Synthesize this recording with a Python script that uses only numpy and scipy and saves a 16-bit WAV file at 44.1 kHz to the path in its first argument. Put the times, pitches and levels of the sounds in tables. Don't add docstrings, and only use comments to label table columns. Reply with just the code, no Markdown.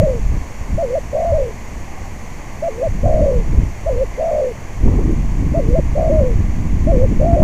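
import sys
import numpy as np
from scipy import signal
from scipy.io import wavfile
from scipy.ndimage import uniform_filter1d

SR = 44100
rng = np.random.default_rng(int(sys.argv[2]) if len(sys.argv) > 2 else 0)


def rack_gain(trim_db):
    fader = np.asarray(trim_db, float)
    return 10 ** (fader / 20)


def bounce(signal):
    frames = np.transpose(np.atleast_2d(signal))
    limited = np.clip(frames, -1, 1)
    pcm = np.round(limited * 32767).astype(np.int16)
    wavfile.write(sys.argv[1], SR, pcm)


N = 327663
COARSE = np.arange(0, N, 64)


def evened(x):
    return x / np.sqrt(np.mean(x ** 2) + 1e-20)


def smooth_rise(u):
    return .5 + .5 * np.tanh(u / 2)


def add(mix, s, sound):
    part = mix[max(round(s * SR), 0):][:len(sound)]
    part += sound[:len(part)]


def dove():
    # start [s], length [s], bright head [s], valley level [dB], closing crest [s].
    short_notes = [
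        (0.78, .207, .05, -29, .03),
        (2.625, .253, .06, -37, .044),
        (3.863, .182, .034, -26, 0),
        (5.544, .255, .052, -34, .04),
        (6.872, .19, .05, -22, 0),
    ]
    # start [s], length [s], top pitch [Hz], held pitch [Hz], final fade [dB].
    long_notes = [
        (-0.195, .395, 700, 625, -18.5),
        (1.129, .391, 715, 630, -19),
        (3.033, .395, 705, 605, -16.5),
        (4.18, .346, 685, 655, -13),
        (5.952, .393, 695, 610, -18),
        (7.197, .39, 680, 670, -17),
    ]
    out, slipped = np.zeros(N), register_slips()
    for points in [dipping_note(*r) for r in short_notes] + [rolling_note(*r) for r in long_notes]:
        add(out, *coo(points, slipped))
    return out


def dipping_note(start, length, head, valley_db, crest):
    end = start + length
    breath = np.clip(crest / .02, 0, 1)
    leap_hz = 124 * breath
    close = end - .012 - .005 * (1 - breath)
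    climb = min(end - .006 - crest, close - .006)
    climb_db, climb_hz = -18, 550.6
    valley_hz = 450 + 3 * (valley_db + 30)
    sink_s = min(.016 + .0022 * (valley_db + 37), .4 * length - head + .02)
    return [(start, -20.5, 680),
            (start + head - .005, -19, 672),
            (start + head, -19.8, 570),
            (start + head + sink_s, valley_db + 2, valley_hz + 30),
            (start + .5 * length, valley_db, valley_hz),
            (climb, climb_db, climb_hz),
            (climb + .005, climb_db, climb_hz + leap_hz),
            (close, climb_db - 1.5, climb_hz + .73 * leap_hz),
            (end, climb_db - 7.5 + 6 * breath, climb_hz + .8 * leap_hz - 99)]


def rolling_note(start, length, top_hz, held_hz, fade_db):
    # share of the length, share of the fade, pitch [Hz].
    dying_tail = [(.7, .07, 555), (.85, .37, 485), (1.0, 1.0, 422)]
    full_db = -18.5
    points = [(start, full_db - 6, top_hz - 100),
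              (start + .027, full_db, top_hz),
              (start + .372 * length, full_db - .3, .45 * top_hz + .55 * held_hz + 8),
              (start + .62 * length, full_db + .3, held_hz)]
    for u, share, tail_hz in dying_tail:
        faded_db = share * fade_db * (fade_db / -18) ** (2 - 2 * share)
        bend_hz = 6 * share * (fade_db + 17.5) + (held_hz - 620) * (1 - share) ** 3
        points.append((start + u * length, full_db + faded_db, tail_hz + bend_hz))
    return points


def register_slips():
    # first slip [s], run length [s], dip [dB], pitch drop [Hz], time down [ms].
    runs = [(0.0126, 0, 12, 118, 12.8), (0.07, .035, 6, 80, 4), (0.915, .034, 5, 20, 7),
            (1.142, .074, 9, 130, 8.5), (1.2455, 0, 6, 98, 7.2), (1.3203, 0, 2, 105, 16.7),
            (1.3793, .07, 13, 45, 7), (2.793, .033, 9, 30, 9), (3.0497, 0, 18, 155, 7.2),
            (3.0725, .1165, 9, 130, 6.3), (3.2118, .023, 6, 105, 9), (3.257, .037, 10, 85, 10),
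            (3.3106, .038, 10, 55, 7), (3.906, .116, 7, 22, 5), (4.1896, .065, 6, 100, 6.5),
            (4.279, 0, 7.7, 40, 8), (4.31, .152, 7, 105, 7.5), (5.723, .034, 5, 30, 8),
            (5.971, .102, 8.5, 105, 6), (6.0942, 0, 6, 110, 22), (6.204, .034, 6, 95, 5),
            (6.927, .116, 7, 22, 10), (7.2074, .047, 9, 105, 6.5), (7.3637, .054, 6, 115, 10)]
    rows = []
    chance = np.clip(rng.standard_normal((len(runs), 16, 4)), -2, 2)
    for (first, length, dip_db, drop_hz, down_ms), c in zip(runs, chance):
        u = np.linspace(0, 1, int(max(length, 0) / .017 + .5) + 1)
        c, many = c[:len(u)], len(u) > 1
        weaken = 1 + .2 * (1 - 2 * u) * many
        vary = weaken * np.exp(.14 * many * c[:, 1:].T)
        at = first + length * u + .0008 * np.sin(np.pi * u) * c[:, 0]
        rows += list(zip(at, dip_db * vary[0] ** 2, np.minimum(drop_hz * vary[1], 170), down_ms * vary[2]))
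    return rows


def coo(points, slipped):
    # pitch [Hz], width [Hz], level over the direct tone [dB].
    crop = (555.5, 87, -1.5)
    s, effort_db, upper_hz = np.transpose(points)
    t = np.arange(max(s[0] - .015, 0), s[-1] + .007, 1 / SR)
    effort = np.interp(t, s, effort_db)

    near = [r for r in slipped if t[0] < r[0] < t[-1]]
    at, dip_db, drop_hz, down_ms = np.array(near).T[:, :, None]
    since, down = t - at, np.maximum(down_ms, 1) / 1000
    low = smooth_rise(since / .00024) * smooth_rise(5.1 * (down - since) / down)

    under_way = s[0] < .02
    scoop_hz = 0 if under_way else 120 * np.exp(-np.maximum(t - s[0], 0) / .008)
    onset = 1 if under_way else smooth_rise((t - s[0]) / .0025)
    sag_hz = 110 * smooth_rise((t - s[-1]) / .0025)
    flutter = evened(uniform_filter1d(rng.standard_normal((len(t), 2)), size=150, axis=0))
    weak = np.clip((-19.5 - effort) / 12, 0, 1)

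    hz = np.interp(t, s, upper_hz) - (drop_hz * low).sum(0) - scoop_hz - sag_hz
    hz += (10 + 10 * weak) * flutter[:, 1]
    db = effort - (dip_db * np.exp(-.5 * (since / .0015) ** 2)).sum(0)
    db += (.6 + 1.6 * weak) * flutter[:, 0]
    db += 2.5 * weak * np.sin(2 * np.pi * (88 * t + rng.random()))

    angle = 2 * np.pi * np.cumsum(hz) / SR
    tone = np.sin(angle) + rack_gain(-36.5) * np.sin(2 * angle)
    direct = np.sqrt(2) * rack_gain(db) * onset * smooth_rise((s[-1] - t) / .002) * tone
    ringing = signal.lfilter(*signal.iirpeak(crop[0], crop[0] / crop[1], SR), direct)
    return t[0], direct + rack_gain(crop[2]) * ringing


def wind():
    # time [s], level [dB].
    breeze = [(0, -17.5), (.38, -24), (.48, -31), (1.3, -26.5), (1.5, -30), (2.8, -30), (2.9, -19),
              (3.64, -17.5), (3.76, -32.5), (4.0, -30), (4.3, -30), (4.77, -29), (4.88, -11), (5.25, -15),
              (6.4, -15.5), (6.68, -17), (6.75, -13), (7.43, -18)]
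    # peak time [s], peak level [dB], length [s].
    big_gusts = [(0.0, -11, 0.1), (0.267, -10, 0.097), (0.356, -14, 0.052), (0.612, -18, 0.026),
                 (0.733, -11, 0.064), (1.335, -11.5, 0.075), (1.427, -16, .04), (1.78, -22.5, .06),
                 (2.02, -26.5, .15), (2.893, -15, .07), (3.062, -10.5, 0.082), (3.147, -11, .04),
                 (3.237, -6, 0.023), (3.375, -7, .04), (3.51, -11, 0.073), (3.587, -4.5, 0.037),
                 (3.66, -14, 0.035), (3.89, -18, 0.071), (3.95, -15.5, 0.18), (4.35, -26, .04),
                 (4.852, -4.5, 0.065), (5.722, -8, .06), (6.184, -10.5, 0.072), (6.353, -10.5, 0.14),
                 (6.746, -13, .06), (6.92, -8.5, 0.11), (7.033, -7.5, 0.057), (7.2, -7.5, 0.054),
                 (7.342, -6.5, .03), (7.43, -7.5, 0.058)]
    # peak time [s], peak [dB], length [s], finest whirls [dB relative].
    small_eddies = [(0.031, -15.5, 0.031, -16), (0.167, -26, 0.03, -7), (0.337, -21, 0.042, -7.5),
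                    (0.742, -24, 0.085, -7.5), (1.33, -36, .06, -14), (2.95, -25.5, 0.031, -9),
                    (3.06, -21.5, 0.064, -7), (3.196, -18.5, 0.082, -7), (3.37, -17.5, 0.036, -16),
                    (3.516, -23.5, 0.087, -6), (3.601, -19.5, 0.062, -4.5), (3.927, -37.5, 0.086, 0.5),
                    (4.865, -14.5, .05, -3), (4.978, -27.5, 0.1, 8), (5.092, -25.5, 0.059, 9),
                    (5.185, -14, 0.02, -21), (5.435, -19.5, 0.13, -6.5), (5.566, -22.5, 0.086, 2),
                    (5.689, -15, 0.043, -5.5), (5.788, -14, 0.024, -4), (6.002, -20.5, .05, -7.5),
                    (6.118, -20, 0.055, 0.5), (6.217, -23, 0.062, -2.5), (6.375, -21, 0.13, -8.5),
                    (6.623, -21.5, .08, -6), (6.73, -23.5, 0.032, -19), (6.88, -21.5, 0.057, 1.5),
                    (6.96, -20.5, 0.05, -2), (7.116, -28, 0.029, 6.5), (7.232, -32, 0.034, -4)]
    last_eddy = (7.4, -17, 0.75, -4.5)
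    # peak time [s], peak level [dB], length [s].
    torn_gusts = [
        (0.343, -35, .05),
        (3.454, -41, .03),
        (3.566, -30.5, 0.063),
        (4.874, -26, 0.056),
        (4.93, -27, 0.071),
        (4.987, -26.5, 0.057),
        (5.102, -44, .04),
    ]
    # frequency [Hz], density [dB per Hz].
    rumble_colour = [(3, -9), (10, 1), (25, 0), (42, -1), (60, -6), (85, -8), (120, -15), (180, -34),
                     (300, -60)]
    roar_colour = [(60, -44), (100, 8), (150, -1.5), (220, -4.5), (300, -24.5), (450, -58)]
    whirl_colour = [(150, -25.5), (240, -2.5), (320, -4), (400, -14), (500, -22), (800, -43)]
    tear_colour = [(300, -34), (430, 5), (550, -11.5), (750, -11.5), (1000, -16), (1300, -27), (2200, -57)]

    breeze_db = np.interp(COARSE / SR, *np.transpose(breeze))
    over_db = breeze_db + 30
    s, peak_db, length, fine_db = np.transpose(small_eddies + [last_eddy])
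    powers = (rack_gain(breeze_db) ** 2 + swells(*np.transpose(big_gusts)),
              rack_gain(-39.5 + .85 * over_db) ** 2 + swells(s, peak_db, length),
              rack_gain(-46 + .52 * over_db) ** 2 + swells(s, peak_db + fine_db, length),
              swells(*np.transpose(torn_gusts)))
    gusting, roaring, whirling, tearing = (np.interp(np.arange(N), COARSE, np.sqrt(p)) for p in powers)

    rumble = steadied(noise(rumble_colour, .3, 1.0, size=2048), .081)
    push = .5 + uniform_filter1d(abs(rumble), size=400)
    out = gusting * rumble
    for curve, colour in ((roaring, roar_colour), (whirling, whirl_colour)):
        out += curve * steadied(push * noise(colour, .41, 1.5, size=1024), .15)
    return out + tearing * steadied(push * noise(tear_colour, .5, 3.0, size=512), .08)


def swells(s, peak_db, length):
    since = COARSE / SR - np.array(s)[:, None]
    away = np.maximum(since, -since / .7) / np.maximum(length, .005)[:, None]
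    return (rack_gain(np.array(peak_db)[:, None] - 12 * away) ** 2).sum(0)


def steadied(x, seconds):
    window = np.hanning(round(seconds * SR)) * 2 / (seconds * SR)
    return x / np.sqrt(signal.oaconvolve(x ** 2, window, "same") + .058)


def noise(colour, patchy_db, lumpy_db, size):
    frames, hz = 4 * N // size + 5, np.fft.rfftfreq(size, 1 / SR)
    a, b, patches = rng.standard_normal((frames, len(hz), 3)).T
    lumps = evened(uniform_filter1d(rng.standard_normal(frames), size=3))
    patches = uniform_filter1d(patches, size=10, axis=0)
    patches = evened(uniform_filter1d(patches, size=8, axis=1))
    f, db = np.transpose(colour)
    shape = np.interp(np.log(hz + 1), np.log(f + 1), db, left=-90, right=-90)[:, None]
    z = (a + 1j * b) * rack_gain(shape + patchy_db * patches + lumpy_db * lumps)
    return evened(signal.istft(z, nperseg=size, noverlap=3 * size // 4)[1][:N])


def far_birds():
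    # start [s], length [s], start pitch [Hz], end pitch [Hz], level [dB].
    far_calls = [
        (4.12, .07, 2130, 2040, -40),
        (1.86, .11, 800, 800, -43),
        (1.94, .08, 780, 780, -41),
        (2.01, .09, 780, 780, -41),
    ]
    out = np.zeros(N)
    for s, length, start_hz, end_hz, db in far_calls:
        hz = np.linspace(start_hz, end_hz, round(length * SR))
        a, b = evened(uniform_filter1d(rng.standard_normal((2, N // 8)), size=500))[:, :len(hz)]
        blurred = (1.2 + .7 * (a + 1j * b)) * np.exp(2j * np.pi * np.cumsum(hz) / SR)
        add(out, s, rack_gain(db) * blurred.real * np.hanning(len(hz)))
    return out


def background():
    # frequency [Hz], density [dB per Hz].
    leaf_colour = [(120, -44), (200, 0.5), (226, 5.5), (258, -6), (342, -4.5), (600, -4), (630, -2),
                   (775, -5), (865, -5), (1130, -5.5), (1310, -16.5), (2110, -7.5), (3700, -27),
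                   (4810, -50), (8140, -120)]
    # frequency [Hz], density [dB per Hz].
    hiss_colour = [(2060, -12), (3500, -16.5), (4040, -10), (4460, -3.5), (5120, -10), (5700, -1.5),
                   (6740, 1), (8550, -12.5), (9500, -12), (10700, -16.5), (10900, -16), (11700, -16.5),
                   (14000, -15.5), (14900, -18), (15600, -23)]
    # frequency [Hz], level [dB].
    whine_tones = [(11200, -70.5), (11175, -81), (11225, -82), (11150, -84), (11250, -84)]
    t = np.arange(N) / SR
    whine = np.zeros(N)
    for hz, db in whine_tones:
        whine += np.sqrt(2) * rack_gain(db) * np.sin(2 * np.pi * (hz * t + rng.random()))
    hiss = rack_gain(-47.23 - .25 * t) * noise(hiss_colour, .2, .15, size=512)
    leaves = rack_gain(-37) * noise(leaf_colour, .28, .24, size=1024)
    return leaves + hiss + whine


def scene():
    return (dove() + wind() + far_birds() + background())[None]


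def top_cut(x):
    return signal.sosfilt(signal.butter(12, 15710, fs=SR, output="sos"), x)


def record(dry):
    x = dry + .026
    ceiling = .95
    knee = .65 * ceiling
    room = ceiling - knee
    over = np.maximum(abs(x) - knee, 0)
    mix = np.sign(x) * (np.minimum(abs(x), knee) + room * np.tanh(over / room))
    return top_cut(mix)


dry = scene()
out = record(dry)
bounce(out)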